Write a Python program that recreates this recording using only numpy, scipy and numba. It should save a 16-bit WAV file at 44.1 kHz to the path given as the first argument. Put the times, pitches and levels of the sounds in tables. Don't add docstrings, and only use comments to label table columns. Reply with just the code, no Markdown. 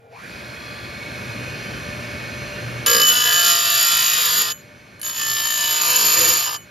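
import sys
import numpy as np
from scipy import signal
from scipy.fft import rfft, irfft, next_fast_len
from scipy.io import wavfile
from scipy.ndimage import uniform_filter1d, map_coordinates
from numba import njit

SR = 44100
rng = np.random.default_rng(int(sys.argv[2]) if len(sys.argv) > 2 else 0)


def pcm_store(signal):
    levels = np.round(np.clip(np.atleast_2d(signal), -1, 1) * 32767)
    wavfile.write(sys.argv[1], SR, levels.astype(np.int16).T)


N = 295514
T = np.arange(N) / SR

# t/s, share of full speed
RUN_UP = [(.05, 0), (.245, .93), (.31, 1)]
# t/s, speed/(turns/s)
SAG = [
    [(2.86, 59.2), (3.0, 58.95), (3.17, 58.2), (3.3, 58.1), (3.47, 57.4), (3.62, 57.15), (3.72, 56.5),
     (3.95, 57), (4.18, 56.6), (4.33, 55.8), (4.48, 57.5), (4.62, 59.2)],
    [(5.05, 59.2), (5.28, 58.6), (5.62, 58.4), (5.78, 57.8), (5.92, 55.9), (6.05, 55.1), (6.27, 55.1),
     (6.45, 57.9), (6.55, 58.2), (6.62, 59.2)],
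]
# f/Hz, level/dB
START_BUZZ = [(463, -57.5), (657, -66), (802, -70), (1421, -70), (2400, -75)]
FULL_SPEED_TURNS_PER_S = 59.2
BUZZ_FLUTTER_DB = 3.5
SLOTS_PER_TURN, WHINE_DB, WHINE_FRAY_RAD = 30, -44.8, 1.2
WHINE_SWELL_S = (0.118, 0.14, 0.05)
HOUSING_DB, HOUSING_SWELL_S = -50, (0.13, 0.07, 0.11)
ATTACK_S = 0.0072

# t/s, 0 up - 1 down
HEAD_DOWN = [(.35, 0), (.98, 0.13), (1.15, 0.37), (1.6, 0.41)]
# f/Hz, level head up/dB, level head down/dB
TONES = [(591, -52.5, -41.5), (1180, -54.5, -50), (1783, -57, -37), (2223, -54, -32), (2503, -49.5, -39),
         (2552, -59, -43), (2783, -66.5, -33), (3065, -67, -36), (3343, -57, -61), (3625, -59.5, -62),
         (3905, -63, -57), (4188, -55, -45), (4237, -53, -53), (4275, -59, -62), (4517, -55.5, -68),
         (4797, -62, -55), (5076, -58, -76), (5308, -70, -49), (5355, -66, -66), (5642, -67, -70),
         (5922, -71, -31), (6202, -74, -45)]
# f/Hz, level/dB per Hz
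DRAUGHT = [(20, -44), (35, -34), (55, -5), (90, -1.5), (140, -2), (220, -3.5), (400, -9), (550, -8.5),
           (900, -40), (2000, -84.5)]
# f/Hz, level/dB per Hz
WHIR = [(250, -33), (650, -7.5), (900, -13), (1250, -8), (1480, -2.5), (2000, -9), (2400, -3.5),
        (2800, -13.5), (3700, -15.5), (5200, -23.5), (7000, -22.5), (8700, -18), (9300, -24), (15500, -32)]
# f/Hz, level/dB per Hz
BEARING = [(300, -26), (1200, -2.5), (2500, -31), (3500, -5.5), (4600, 5.5), (6200, 1), (8000, -33)]
# f/Hz, level/dB per Hz
DIFFUSE_MOTOR = [(40, -30), (120, -0.5), (500, -6), (1200, -3.5), (2500, -28), (5000, -17), (8000, -26),
                 (14000, -40.5)]
DRAUGHT_DB, WHIR_DB, HUM_DB = (-42, -29), (-39.5, -31.5), (-47, -34)
DRAUGHT_TRIM_DB, WHIR_TRIM_DB = 0.5, 0.4
DRAUGHT_POWER, WHIR_POWER, HUM_POWER, TONE_POWER = 4, 1.8, 0.86, 28
BEARING_DB, DIFFUSE_MOTOR_DB = -15.0, -11
TONE_FLUTTER_DB = 2.7
GAIN_DROP_DB, GAIN_DROP_S = 14.5, 0.4

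# touch t/s, lift t/s, lag of the high side/turns, once-a-turn swing at light touch/dB
CONTACT = [(2.861, 4.515, 0.049, 6), (5.03, 6.557, -0.18, 5.5)]
# t/s, level/dB
PRESSURE = [
    [(2.87, -21), (3.0, -21.5), (3.05, -23), (3.3, -23), (3.5, -19.5), (3.59, -24), (3.8, -21), (4.1, -23),
     (4.41, -23), (4.46, -28)],
    [(5.03, -37.5), (5.06, -31.5), (5.14, -35), (5.21, -27), (5.8, -25.5), (5.94, -22.5), (6.3, -21.5),
     (6.45, -28), (6.53, -32), (6.555, -32.5)],
]
LIGHT_CUT_TURNS_PER_S, FULL_LOAD_SAG_TURNS_PER_S = 58.7, 2.2
LOADED_SWING_DB, BED_IN_POWER = .5, .32
BITE_SKEW_RAD, BITE_SCATTER_DB = 0.39, 1.1
LIFT_S = .024
REPEAT = (0.934, 0.875)
PATCH_DB = (1.7, .8)
JUDDER_DB = (1.05, 3.1)
GRIT_JUDDER_SHARE = 0.14
BOUNCE_SWELL_S, BOUNCE_REPEAT = (6.13, 0.22, 0.17), 0.2

# f/Hz, level/dB per Hz
RASP = [(1200, -26), (2050, -14.5), (2600, -5), (3600, -10), (4100, -4.5), (4330, -14.5), (4650, -5),
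        (5250, -5.5), (5750, -28), (6200, -11), (6500, -10), (7250, -21.5), (7600, -3), (8600, -34),
        (9100, -4), (9700, -10), (10800, -17.5), (11400, -5), (11900, -21), (12600, -3.5), (13050, -18),
        (13450, -7), (13900, -9), (14400, -20), (14900, -11.5), (15300, -29), (15700, -47)]
# f/Hz, width/Hz, level/dB
LOOSE_LINKS = [(2607, 93, -1), (3110, 71, 6), (3460, 113, 1.5), (3830, 110, -6), (4468, 75, 6),
               (4640, 100, -6), (4952, 53.5, 2.5), (5340, 110, -4)]
# f/Hz, width/Hz, level/dB
TIGHT_LINKS = [
    [(2787, 86, -9), (3150, 150, 1), (3450, 70, 1), (3770, 67, 0.5), (3860, 200, -2), (4320, 90, -4.5),
     (4680, 170, 7.5), (5040, 86, -7), (5270, 78, 2)],
    [(2300, 59, -1.5), (2690, 44, -1.5), (3120, 49, -4.5), (3495, 90, -6.5), (4210, 110, -5),
     (4530, 130, 3.5), (4920, 100, 3), (5340, 110, 1.5), (5920, 86, -5.5)],
]
# f/Hz, width/Hz, level/dB
ARM = [(692, 13.5, 0)]
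# f/Hz, width/Hz, level/dB
BENCH = [
    [(224, 46, -13), (492.3, 12, 11.5), (530.5, 10, -4)],
    [(50.08, 37, -18), (126, 60, -6.5), (210, 39, -8.5), (343, 21, -3.5), (505, 52, 5)],
]
# f/Hz, width/Hz, level/dB
VICE = [
    [(1028, 19, -10.5), (1225, 34.6, 3.5), (1368, 8.6, 6), (1464, 38, -2.5)],
    [(1002, 70, -6.5), (1206, 94, 2.5), (1480, 76, -6)],
]
# f/Hz, width/Hz, level/dB
CLAMP = [
    [(1693, 14, -1), (1732, 30, 5.5), (1877, 18, 3)],
    [(1676, 35, -16), (1745, 22, -7)],
]
# f/Hz, rise at full load/Hz, level/dB
TOOTH = [(2992, 30, -3)]
# f/Hz, rise at full load/Hz, level/dB
SQUEAL = [(6798, 60, 0), (7385, 10, -17), (9505, 15, -9), (10190, 10, -18), (12600, 10, -2),
          (13420, 10, -9)]
ANSWER = {"bench": [(-18, -33.5), (-57, -17)], "arm": [(-24.5, -25.5), (-22, -21)], "vice": [(-2, -5.5),
          (-7, -5)], "clamp": [(-12, -11), (-11.5, -13.5)], "tooth": [(-0.5, -15), (-2.5, -12)],
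          "edge": [(-2, -2.5), (-1.5, 1)]}
# t/s, attack/s, hold/s, release/s, gain/dB, part
CATCHES = [(2.877, .008, 0.12, 0.059, 10.5, "bench"), (2.991, .01, 0.24, 0.45, 2, "vice"),
           (2.991, 0.017, 0.051, 0.057, 1, "tooth"), (2.989, 0.024, 0.34, 0.44, 9, "tooth"),
           (3.04, 0.018, 0.044, 0.074, 5.5, "edge"), (3.064, 0.025, 0.65, 0.13, 8, "arm"),
           (3.17, 0.083, 0.18, 0.25, 2, "clamp"), (3.406, 0.062, 0.096, 0.035, -0.5, "edge"),
           (4.125, 0.045, 0.29, 0.077, 12, "bench"), (4.364, .03, 0.053, .02, 4, "edge"),
           (4.417, .02, .12, 0.033, -2, "edge"), (5.02, .008, 0.055, 0.04, 5.5, "edge"),
           (5.57, 0.079, 0.14, 0.1, 5, "tooth"), (5.68, .05, 0.16, 0.12, 2.5, "vice"),
           (5.867, .04, 0.057, 0.093, 8, "tooth"), (6.162, .008, 0.032, 0.25, 9, "bench"),
           (6.4, .07, 0.16, .03, -3, "edge"), (6.454, .02, 0.1, 0.045, 7.5, "vice")]
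# t/s, attack/s, hold/s, release/s, f/Hz, level/dB
NOTES = [(2.857, .005, 0.17, 0.072, 1655, -26), (2.875, .02, 0.1, .06, 4952, -30.5),
         (3.17, 0.093, 0.21, 0.25, 1645, -26.5), (4.993, 0.011, 0.08, .12, 1655, -48),
         (5.17, .035, 0.49, 0.16, 1756, -34), (4.47, .03, .02, .04, 4952, -42),
         (6.5, .03, .03, .04, 4560, -44)]
# f/Hz, level/dB per Hz
DIFFUSE_GRIND = [(150, -11.5), (500, -9), (1200, 12), (2200, 0.5), (4500, -39), (7000, 6), (8300, -41),
                 (10000, 0), (13000, -2), (15000, -30)]
RASP_DB, LINK_DB = (-0.5, 0.5), (-4.5, -4)
DIFFUSE_GRIND_DB = -18
NOTE_WIDTH_HZ, NOTE_PULSE_DB = 20, 6.5
TOOTH_WIDTH_HZ, EDGE_WIDTH_HZ, FREE_WIDTH_HZ = (10, 45), (18, 73), 7.9
TOOTH_SMOOTH_S = .014
# t/s, level/dB
KNOCKS = [(2.862, -17), (4.996, -45), (5.015, -29.5), (5.030, -29.5)]
# f/Hz, level/dB, t60/s
KNOCK_MODES = [(1655, -9, 0.064), (2990, -9.5, 0.095), (4570, -6, 0.023), (7040, -9, 0.11),
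               (9450, 6, 0.055), (12605, -2, 0.063)]
CRACK_DB, CRACK_T60_S = -0.5, .014

# f/Hz, t60/s
WORKSHOP = [(200, 0.17), (2000, 0.21), (12000, 0.22)]
# f/Hz, level/dB
ECHO = [(40, -11), (250, 6), (1100, 8.5), (2200, 1), (4200, -33), (7000, 16), (8200, -14), (10000, -3),
        (14000, -14)]
# f/Hz, phase/rad
PORTS = [(100, .1), (600, .7), (1030, 1.4), (1090, 4.5), (1500, 4.3), (1700, 5.8), (1900, 6), (3700, 6.2),
         (5200, 6.28), (6300, 5.7), (7300, 4.8), (7700, 3.25), (9100, 3.05), (9600, 2.1), (11000, 0),
         (12200, 0), (12650, -.5), (13200, -.5), (13700, -1.4), (14000, -2.8), (15000, -3.1)]
# f/Hz, left minus right/dB
MOTOR_BALANCE = [(60, 1), (250, 1.5), (640, 1.5), (1100, 10.5), (1500, -9), (2300, -3.5), (3500, 5),
                 (7000, 0)]
# f/Hz, left minus right/dB
GRIND_BALANCE = [(60, 0), (300, .5), (600, 2), (1200, .3), (2500, -.4), (4000, 0)]
ROOM_DB, HISS_DB, TOP_HZ = -18.5, -56.5, 15800


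def amp(db):
    return 10 ** (np.asarray(db) / 20)


def unit(x):
    return x / np.sqrt(np.mean(x ** 2) + 1e-20)


def between(ends, share):
    return ends[0] + share * (ends[1] - ends[0])


def along(points, hz):
    f, v = np.transpose(points)
    return np.interp(np.log(hz + 1), np.log(f + 1), v)


def curves(rows):
    s, *cols = np.transpose(rows)
    return [np.interp(T, s, c) for c in cols]


def swell(start, hold, release, attack=ATTACK_S):
    rise = np.clip((T - start) / attack, 0, 1)
    fall = np.clip(1 - (T - start - hold) / release, 0, 1)
    return rise * fall


def wobble(rate_hz):
    knots = rng.standard_normal(int(N * rate_hz / SR) + 4)
    return map_coordinates(knots, [T * rate_hz])


def filtered(x, response):
    m = next_fast_len(N + SR // 2)
    return irfft(rfft(x, m) * response(np.fft.rfftfreq(m, 1 / SR)), m)[..., :N]


def colour(points):
    return lambda hz: amp(along(points, hz))


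def body(modes):
    return lambda hz: sum(amp(db) * 1j * hz * w / (c * c - hz * hz + 1j * hz * w) for c, w, db in modes)


def noise(points):
    return unit(filtered(rng.standard_normal(N), colour(points)))


def diffuse(points):
    return np.array([noise(points), noise(points)])


def driven(force, response, level):
    power = uniform_filter1d(filtered(force, response) ** 2, SR // 10)
    return filtered(force * level / np.sqrt(abs(power) + 1e-12), response)


def shaft_speed():
    return curves(np.vstack(SAG))[0] * curves(RUN_UP)[0]


def winding_buzz():
    buzz = sum(amp(db + BUZZ_FLUTTER_DB * wobble(45)) * np.sin(2 * np.pi * hz * T + wobble(110))
               for hz, db in START_BUZZ)
    return buzz * np.interp(T, [0, .08, .25], [1.4, 3.2, 0])


def slot_whine(speed):
    phase = 2 * np.pi * SLOTS_PER_TURN * np.cumsum(speed) / SR
    tone = amp(2 * wobble(200)) * np.sin(phase + WHINE_FRAY_RAD * wobble(420))
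    return amp(WHINE_DB) * swell(*WHINE_SWELL_S) * unit(tone)


def housing_ring():
    response = body([(2400, 300, 0), (4220, 200, -6)])
    ring = filtered(rng.standard_normal(N), lambda hz: response(hz) ** 2)
    return amp(HOUSING_DB) * swell(*HOUSING_SWELL_S) * unit(ring)


def switch_on(speed):
    return winding_buzz() + slot_whine(speed) + housing_ring()


def grit(turns, repeat, spiky_db, size=768):
    count = int(turns[-1]) + 3
    rim = rng.standard_normal((count, size)) * amp(spiky_db * rng.standard_normal((count, size)))
    keep = np.clip(np.interp(np.arange(count), turns, repeat), 0, .99)
    for k in range(1, count):
        rim[k] = keep[k] * rim[k - 1] + np.sqrt(1 - keep[k] ** 2) * rim[k]
    return map_coordinates(rim.ravel(), [turns * size])


def bearing_rattle(turns):
    return unit(filtered(grit(turns, np.full(N, .96), spiky_db=0), colour(BEARING)))


def shaft_tones(turns, down, speed_db):
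    clock = turns / FULL_SPEED_TURNS_PER_S
    tones = 0
    for hz, up_db, down_db in TONES:
        level_db = between((up_db, down_db), down) + TONE_FLUTTER_DB * wobble(60) + 2.6 * wobble(4)
        tones = tones + amp(level_db) * np.sin(2 * np.pi * hz * clock + .5 * wobble(45))
    return np.sqrt(2) * tones * amp(TONE_POWER * speed_db)


def motor(speed):
    down = curves(HEAD_DOWN)[0]
    speed_db = 20 * np.log10(np.clip(speed / FULL_SPEED_TURNS_PER_S, .2, 1))
    turns = np.cumsum(speed) / SR
    draught_db = between(DRAUGHT_DB, down) + DRAUGHT_POWER * speed_db
    whir_db = between(WHIR_DB, down) + WHIR_POWER * speed_db
    hum_db = between(HUM_DB, down) + HUM_POWER * speed_db
    draught = amp(draught_db + DRAUGHT_TRIM_DB + 0.68 * wobble(18)) * noise(DRAUGHT)
    whir = amp(whir_db + WHIR_TRIM_DB) * noise(WHIR)
    bearing = amp(whir_db + BEARING_DB) * bearing_rattle(turns)
    tones = shaft_tones(turns, down, speed_db)
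    hum = np.sqrt(2) * amp(hum_db + 4.2 * wobble(14)) * np.sin(2 * np.pi * 119 * T + 0.76 * wobble(14))
    gain_db = GAIN_DROP_DB * np.expm1(-np.maximum(T - CONTACT[0][0], 0) / GAIN_DROP_S)
    diffuse_part = amp(gain_db + whir_db + DIFFUSE_MOTOR_DB) * diffuse(DIFFUSE_MOTOR)
    return amp(gain_db) * (draught + whir + bearing + tones + hum), diffuse_part


def faint_hiss():
    return amp(HISS_DB) * noise([(30, -17), (100, 8.5), (1500, -13), (4000, -25), (15000, -31)])


@njit
def resonate(force, pole):
    out = np.zeros(len(force), np.complex128)
    for n in range(1, len(force)):
        out[n] = pole[n] * out[n - 1] + force[n]
    return out


def sing(force, drive, hz, width_hz):
    pole = np.exp((2j * np.pi * hz - np.pi * abs(width_hz)) / SR) * np.ones(N)
    band = signal.butter(1, np.mean(hz) + np.array([-350, 350]), "bandpass", fs=SR, output="sos")
    push = signal.sosfilt(band, force) * drive
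    wanted, got = (abs(uniform_filter1d(abs(v) ** 2, SR // 16)) for v in (drive, resonate(push, pole)))
    return np.sqrt(2) * resonate(push * np.sqrt(wanted / (got + 1e-12)), pole).real


def notes(force, high_sides):
    nudge = unit(amp(NOTE_PULSE_DB * np.where(T < CONTACT[0][1], *high_sides)))
    return sum(sing(force, amp(db) * swell(s, hold, release, attack) * nudge, hz, NOTE_WIDTH_HZ)
               for s, attack, hold, release, hz, db in NOTES)


def bites(turns, load):
    presses, high_sides = [], []
    for (touch, lift, lag, light_swing_db), pressure in zip(CONTACT, PRESSURE):
        angle = 2 * np.pi * (turns - np.interp(touch, T, turns) - lag)
        high_side = np.sin(angle + BITE_SKEW_RAD * np.sin(angle))
        swing_db = between((light_swing_db, LOADED_SWING_DB), load ** BED_IN_POWER)
        contact = np.clip((T - touch) / 0.001, 0, 1) * np.clip((lift - T) / LIFT_S + 1, 0, 1) ** 2
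        bite = amp(swing_db * high_side) / np.sqrt(np.i0(2 * np.log(amp(swing_db))))
        level_db = curves(pressure)[0] + BITE_SCATTER_DB * (1 - load) * wobble(FULL_SPEED_TURNS_PER_S)
        presses.append(contact * bite * amp(level_db))
        high_sides.append(high_side)
    return presses, high_sides


def cutting_force(turns, load, judder_db):
    bounce = swell(*BOUNCE_SWELL_S)
    repeat = between((between(REPEAT, load), BOUNCE_REPEAT), bounce)
    patches = unit(uniform_filter1d(grit(turns, repeat, spiky_db=-5), size=50))
    flutter_db = between(PATCH_DB, load) * patches + GRIT_JUDDER_SHARE * judder_db * wobble(130)
    return grit(turns, repeat, spiky_db=2.0) * amp(flutter_db)


def chain_links(force, presses, load):
    links = driven(force, body(LOOSE_LINKS), sum(presses) * amp(LINK_DB[0]) * np.sqrt(1 - load))
    for modes, press in zip(TIGHT_LINKS, presses):
        links += driven(force, body(modes), press * amp(LINK_DB[1]) * load)
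    return links


def shaking(part, presses, load):
    catch_db = sum(db * swell(s, hold, release, attack)
                   for s, attack, hold, release, db, name in CATCHES if name == part)
    return [press * amp(between(ends_db, load) + catch_db) for press, ends_db in zip(presses, ANSWER[part])]


def frame(force, level):
    return sum(driven(force, body(modes), press)
               for part, tables in [("bench", BENCH), ("vice", VICE), ("clamp", CLAMP)]
               for modes, press in zip(tables, level[part]))


def steel(modes, force, drive, load, widths_hz):
    pressed = drive > 0
    width_hz = np.where(pressed, between(widths_hz, load), FREE_WIDTH_HZ)
    return sum(amp(db) * sing(force, drive, hz + rise_hz * load * pressed, width_hz)
               for hz, rise_hz, db in modes)


def grinding(speed):
    turns = np.cumsum(speed) / SR
    load = np.clip((LIGHT_CUT_TURNS_PER_S - speed) / FULL_LOAD_SAG_TURNS_PER_S, 0, 1)
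    judder_db = between(JUDDER_DB, load)
    presses, high_sides = bites(turns, load)
    press = sum(presses)
    level = {part: shaking(part, presses, load) for part in ANSWER}
    force = cutting_force(turns, load, judder_db)
    rasp = driven(force, colour(RASP), press * amp(between(RASP_DB, load)))
    links = chain_links(force, presses, load)
    arm = driven(force, body(ARM), sum(level["arm"]))
    bridge = round(TOOTH_SMOOTH_S * SR)
    tooth_drive = np.convolve(sum(level["tooth"]), np.full(bridge, 1 / bridge))[:N]
    tooth = steel(TOOTH, force, tooth_drive, load, TOOTH_WIDTH_HZ)
    edge_force = force * amp(judder_db * wobble(110))
    edge = steel(SQUEAL, edge_force, sum(level["edge"]), load, EDGE_WIDTH_HZ)
    diffuse_part = press * amp(DIFFUSE_GRIND_DB) * diffuse(DIFFUSE_GRIND)
    direct = rasp + links + arm + frame(force, level) + tooth + edge + notes(force, high_sides)
    return direct, diffuse_part


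def knocks():
    out, t = np.zeros(N + SR), np.arange(SR // 4) / SR
    grain = noise(RASP)
    ring = sum(amp(level - 60 * t / t60) * np.sin(2 * np.pi * hz * t) for hz, level, t60 in KNOCK_MODES)
    for s, db in KNOCKS:
        start = round(s * SR)
        crack = amp(CRACK_DB - 60 * t / CRACK_T60_S) * grain[start:][:len(t)]
        out[start:][:len(t)] += amp(db) * (ring + crack)
    return out[:N]


def workshop(x):
    hz, t, z = signal.stft(rng.standard_normal((2, SR // 2)), SR, nperseg=256)
    tail = signal.istft(z * amp(-60 * t / along(WORKSHOP, hz)[:, None]), SR, nperseg=256)[1]
    delayed = np.pad(x, (200, 0))[None]
    return signal.fftconvolve(delayed, tail / np.linalg.norm(tail[0]), axes=1)[:, :N]


def microphones(x, balance):
    sides = np.array([[.5], [-.5]])
    return filtered(x, lambda hz: amp(sides * along(balance, hz)) * np.exp(1j * sides * along(PORTS, hz)))


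def scene():
    speed = shaft_speed()
    started = switch_on(speed)
    running, diffuse_motor = motor(speed)
    cutting, diffuse_grind = grinding(speed)
    machine, grind = running + started, cutting + knocks()
    room = workshop(filtered(amp(ROOM_DB) * (machine + grind), colour(ECHO)))
    direct = microphones(machine + faint_hiss(), MOTOR_BALANCE) + microphones(grind, GRIND_BALANCE)
    return direct + diffuse_motor + diffuse_grind + room


def record(dry):
    return filtered(dry, lambda hz: hz < TOP_HZ)


dry = scene()
out = record(dry)
pcm_store(out)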